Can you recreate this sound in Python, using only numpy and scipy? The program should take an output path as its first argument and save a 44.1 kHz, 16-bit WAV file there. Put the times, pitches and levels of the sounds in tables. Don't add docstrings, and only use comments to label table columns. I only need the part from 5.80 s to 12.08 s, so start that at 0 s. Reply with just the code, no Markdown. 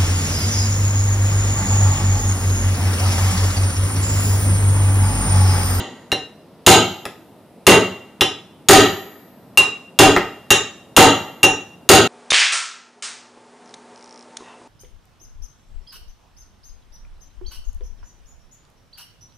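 import sys
import numpy as np
from scipy import signal
from scipy.io import wavfile

SR = 44100
rng = np.random.default_rng(int(sys.argv[2]) if len(sys.argv) > 2 else 0)


def int16_out(signal):
    q = np.round(np.clip(np.atleast_2d(signal).T, -1, 1) * 32767)
    wavfile.write(sys.argv[1], SR, q.astype(np.int16))


def voltage_ratio(decibels):
    exponent = np.asarray(decibels, float) / 20
    return 10 ** exponent


N = 276763
RUN_IN = int(0.4 * SR)
EDGES = 22 * 2 ** np.arange(0, 9.7, 0.5)

# start in seconds, relative thud level in dB, main ring level in dB,
# power share of the upper tone of the main pair (0-1), relative levels of the hammer head's low and high tone in dB.
BLOWS = [(-.25, 13.5, 0.5, .7, -62.5, -57), (.864, 12, -0.5, 0.4, -38.5, -37.5),
         (1.8672, 7.5, 1.5, 0.1, -61.5, -39), (2.886, 13.5, -0.5, .7, -29, -78),
         (4.189, 7.5, 1.5, 0.1, -46, -38), (5.165, 11, 3.5, 0.3, -38, -68),
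         (6.090, 12, .5, 0.1, -36, -50.5)]
# start in seconds, relative thud level in dB, relative crack level in dB,
# main ring level in dB, power share of the upper tone (0-1), relative overtone level in dB,
# pitch in Hz of the overtones that the landing spot favours.
TAPS = [(.318, -18.5, -25.5, -10, 1, -11.5, 4114), (2.4092, -14.5, -10.5, -7, 0.6, -3.5, 3390),
        (3.774, -15.5, -6.5, 4.5, 0, -11.5, 3850), (4.705, -9, -2.5, 1, 0.2, 0.5, 6960),
        (5.631, -8.5, -9, 4, 0, -3, 6680)]


def at_hz(points, hz, axis=1):
    points = np.array(points)
    return np.interp(np.log(hz), np.log(points[:, 0]), points[:, axis])


def band_filter(low, high, x):
    return signal.sosfilt(signal.butter(2, [low, high], "band", fs=SR, output="sos"), x)


def stereo_bands(size):
    # frequency in Hz, likeness (0-1).
    likeness = [(50, 0.97), (300, 0.95), (1000, 0.93), (2500, 0.9), (5000, 0.29), (9000, 0.32),
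                (14000, 0.11)]
    white = rng.standard_normal((2, 2, size))
    for k, (low, high) in enumerate(zip(EDGES, EDGES[1:])):
        mid, side = band_filter(low, high, white[k % 2])
        hz = np.sqrt(low * high)
        alike = np.clip(at_hz(likeness, hz), 0, 1)
        common = np.sqrt(1 + alike) * mid
        opposed = np.sqrt(1 - alike) * side * [[1], [-1]]
        yield hz, (common + opposed) / np.sqrt(2)


def strikes(times, db):
    clicks = np.zeros(N + RUN_IN) + 1e-18
    clicks[np.round(times * SR).astype(int) + RUN_IN] = voltage_ratio(db)
    return clicks


def ring(clicks, hz, t60):
    r, w = voltage_ratio(-60 / (t60 * SR)), 2 * np.pi * hz / SR
    return signal.lfilter([0, np.sin(w)], [1, -2 * r * np.cos(w), r * r], clicks)


def knock(times, db, colour, click_db, length_s, tilt_db):
    soft_above_hz = 1800
    fade = voltage_ratio(-60 / (length_s * SR))
    noise = rng.standard_normal(N + RUN_IN)
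    out = 0
    for low, high in zip(EDGES, EDGES[1:]):
        hz = np.sqrt(low * high)
        octaves_above = max(np.log2(hz / soft_above_hz), 0)
        clicks = strikes(times, db + at_hz(colour, hz) + tilt_db * octaves_above)
        grit = noise * signal.lfilter([1], [1, -fade], clicks)
        out = out + band_filter(low, high, voltage_ratio(click_db) * clicks + grit)
    return out


def room_air():
    # frequency in Hz, relative density in dB per Hz.
    air_colour = [(15, -70), (25, -45.5), (92, -13.5), (137, -11), (190, -6), (416, -15), (489, 0),
                  (531, -13.5), (1700, -32), (6210, -39.5), (6740, -47.5), (11600, -35), (16000, -54.5)]
    level_db, waver_db = -47, 1.0
    out = 0
    for hz, noise in stereo_bands(size=N + RUN_IN):
        waver = np.interp(np.arange(N), np.linspace(0, N, 40), rng.standard_normal(40))
        out = out + voltage_ratio(at_hz(air_colour, hz) + waver_db * waver) * noise[:, RUN_IN:]
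    return voltage_ratio(level_db) * out / np.sqrt(np.mean(out ** 2))


def workshop(x):
    # frequency in Hz, t60 in seconds, build-up time in seconds, level in dB.
    room_bands = [(40, 0.14, 0.01, -15.5), (115, 0.39, 0.019, -4.5), (390, 0.32, 0.0077, 1.58),
                  (1600, 0.36, 0.0067, -2), (3704, 0.35, 0.00057, 1), (7160, 0.3, 0.0013, 1),
                  (14300, 0.028, 0.002, 5.5)]
    far_db, far_stretch = -29.5, 2.8
    t = np.arange(int(1.4 * SR)) / SR
    response = 0
    for hz, noise in stereo_bands(size=len(t)):
        t60, build_s, level_db = (at_hz(room_bands, hz, axis=k) for k in (1, 2, 3))
        near = voltage_ratio(-60 * t / t60)
        far = voltage_ratio(far_db - 60 * t / t60 / far_stretch)
        shape = (1 - np.exp(-t / build_s)) * (near + far)
        response = response + voltage_ratio(level_db) * noise * shape / np.sqrt(np.sum(shape ** 2))
    return signal.fftconvolve(x[None], response, axes=1)[:, :N + RUN_IN]


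def housing_and_floor():
    floor_hz = [110, 192, 254, 340, 372, 400, 485, 560, 650, 786, 940, 1250, 1560, 2000]
    floor_db = [-12, -15, -14.5, -15.5, -4.5, -7.5, -15.5, -37.5, -29, 2, -36, -21.5, -15.5, -43]
    floor_t60_s = [0.13, 0.15, 0.16, 0.04, 0.082, 0.098, 0.12, 0.069, 0.44, 0.036, 0.11, 0.16, 0.13, 0.049]
    # start in seconds, relative thud level in dB,
    # clunk level in dB, treble tilt in dB per octave.
    bounces = [(1.254, -31.5, -21, 0.5), (4.3637, -14.5, -1.5, -20)]
    # frequency in Hz, relative density in dB per Hz.
    thud_colour = [(25, -11), (60, -16), (150, -6.5), (400, 3), (900, 2), (1600, -5), (3000, -34.5)]
    crack_colour = [(100, -12.5), (500, 0.5), (1300, 11.5), (2200, 6), (3600, 8.5), (5200, 0.5), (6800, 0),
                    (10000, -3.5), (16000, -14.5)]
    clunk_colour = [(100, -15.5), (400, 6), (1000, 10.5), (2200, 6.5), (4000, 0.5), (9000, -6.5),
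                    (16000, -16.5)]
    thud_lag_s = 0.008
    blow_crack_db, blow_tilt_db, tap_tilt_db = -0.5, 2.5, 1

    hits = [(s, db, blow_crack_db, blow_tilt_db) for s, db, *_ in BLOWS]
    hits += [(s, db, crack_db, tap_tilt_db) for s, db, crack_db, *_ in TAPS]
    contact_s, thud_db = np.transpose(hits + bounces)[:2]
    thud_s = contact_s + thud_lag_s
    modes = sum(ring(strikes(thud_s, thud_db + level_db), hz, t60)
                for hz, level_db, t60 in zip(floor_hz, floor_db, floor_t60_s))
    thud = knock(thud_s, thud_db + 19, thud_colour, click_db=15.0, length_s=0.038, tilt_db=0)
    hit_s, _, crack_db, tilt_db = np.transpose(hits)
    crack = knock(hit_s, crack_db + 4, crack_colour, click_db=19, length_s=0.03, tilt_db=tilt_db)
    bounce_s, _, clunk_db, tilt_db = np.transpose(bounces)
    clunk = knock(bounce_s, clunk_db, clunk_colour, click_db=21.5, length_s=0.028, tilt_db=tilt_db)
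    return modes + thud + crack + clunk


def hammer():
    head_hz = [12180, 13190]
    head_t60_s = [1.3, .75]
    tap_db = -78.5
    hits = [(s, low_db, high_db) for s, *_, low_db, high_db in BLOWS]
    hits += [(s, tap_db, tap_db) for s, *_ in TAPS]
    s, *tones_db = np.transpose(hits)
    return sum(ring(strikes(s, db), hz, t60) for db, hz, t60 in zip(tones_db, head_hz, head_t60_s))


def pipe():
    mode_hz = [1750, 2300, 3070, 3340, 3460, 3570, 3840, 3950, 4065, 4670, 5672, 6450, 6650, 6765, 6840,
               7270, 7540, 8400, 8650, 8750, 9790, 10230, 10770]
    mode_db = [-18, -20, -4, -16, -6, -12, -6, -9, -9, -14, 0, -9, -13, -6, -12, -13, -18, -15, -16, -12,
               -15, -19, -19]
    # t60 in seconds, before the hit's length factor.
    mode_t60_s = [.12, .1, .38, .15, .3, .2, .34, .3, .34, .22, .36, .25, .14, .22, .14, .2, .14, .18, .14,
                  .2, .17, .17, .12]
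    # frequency in Hz, relative level in dB.
    blow_overtones = [(2800, -7), (3300, -0.5), (3900, -3.5), (4670, 6.5), (5670, -18.5), (6600, 4.5)]
    hz = np.r_[2781, 2769, 2812, mode_hz]
    base_t60_s = np.r_[0.52, 0.25, 0.3, mode_t60_s]
    after_db = -17
    blow_length, tap_length = 1.11, 0.54
    blow_over_db, over_per_thud = -18, 1.695
    spot_loss_db, spot_floor_db = 44, -15.5
    detune, spread_db = 0.0006, 1
    calm_hz, rattle_hz = 4, 95
    hold, steps = 176, 180

    hits = []
    for s, thud_db, ring_db, upper, *_ in BLOWS:
        over_db = blow_over_db + over_per_thud * thud_db + at_hz(blow_overtones, hz[3:])
        hits.append((s, blow_length, ring_db, upper, over_db, rattle_hz))
    for s, _, _, ring_db, upper, tap_over_db, spot_hz in TAPS:
        loss_db = -spot_loss_db * abs(np.log2(hz[3:] / spot_hz))
        over_db = tap_over_db + np.maximum(loss_db, spot_floor_db)
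        hits.append((s, tap_length, ring_db, upper, over_db, calm_hz))

    out = np.zeros(N + RUN_IN + SR)
    t = np.arange(hold * steps)[:, None] / SR
    chance = rng.standard_normal((len(hits), steps + 2, len(hz)))
    for (s, length, ring_db, upper, over_db, blur_hz), (shift, spread, *jitter) in zip(hits, chance):
        upper = np.clip(upper, 1e-3, 1 - 1e-3)
        main_db = ring_db + np.r_[after_db, 10 * np.log10([1 - upper, upper])]
        level_db = np.r_[main_db, over_db + mode_db] + spread_db * spread
        mode_blur_hz = np.r_[[calm_hz] * 3, np.full(len(mode_hz), blur_hz)]
        wavering_hz = hz * (1 + detune * shift) + mode_blur_hz * np.repeat(jitter, hold, axis=0)
        phase = 2 * np.pi * np.cumsum(wavering_hz, axis=0) / SR
        rings = voltage_ratio(level_db - 60 * t / (length * base_t60_s)) * np.sin(phase)
        start = round(s * SR) + RUN_IN
        out[start:start + len(t)] += rings.sum(axis=1)
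    return out[:N + RUN_IN]


def scene():
    tube, body = pipe(), housing_and_floor()
    head = hammer() * voltage_ratio([[2.5], [-2.5]])
    direct = tube + voltage_ratio(3.5) * body + head
    reverberant = workshop(voltage_ratio(-6.5) * tube + body)
    return (direct + reverberant)[:, RUN_IN:] + room_air()


def roll_off(x):
    return signal.sosfilt(signal.butter(12, 16360, fs=SR, output="sos"), x)


def record(dry):
    clip_top, clip_hardness = 0.62, 63
    clipped = dry / (1 + np.abs(dry / clip_top) ** clip_hardness) ** (1 / clip_hardness)
    bass_cut = signal.butter(1, 45, "high", fs=SR, output="sos")
    treble_cut = signal.cheby2(10, 60, 16500, fs=SR, output="sos")
    trimmed = signal.sosfilt(treble_cut, signal.sosfilt(bass_cut, clipped))
    return roll_off(trimmed)


dry = scene()
out = record(dry)
int16_out(out)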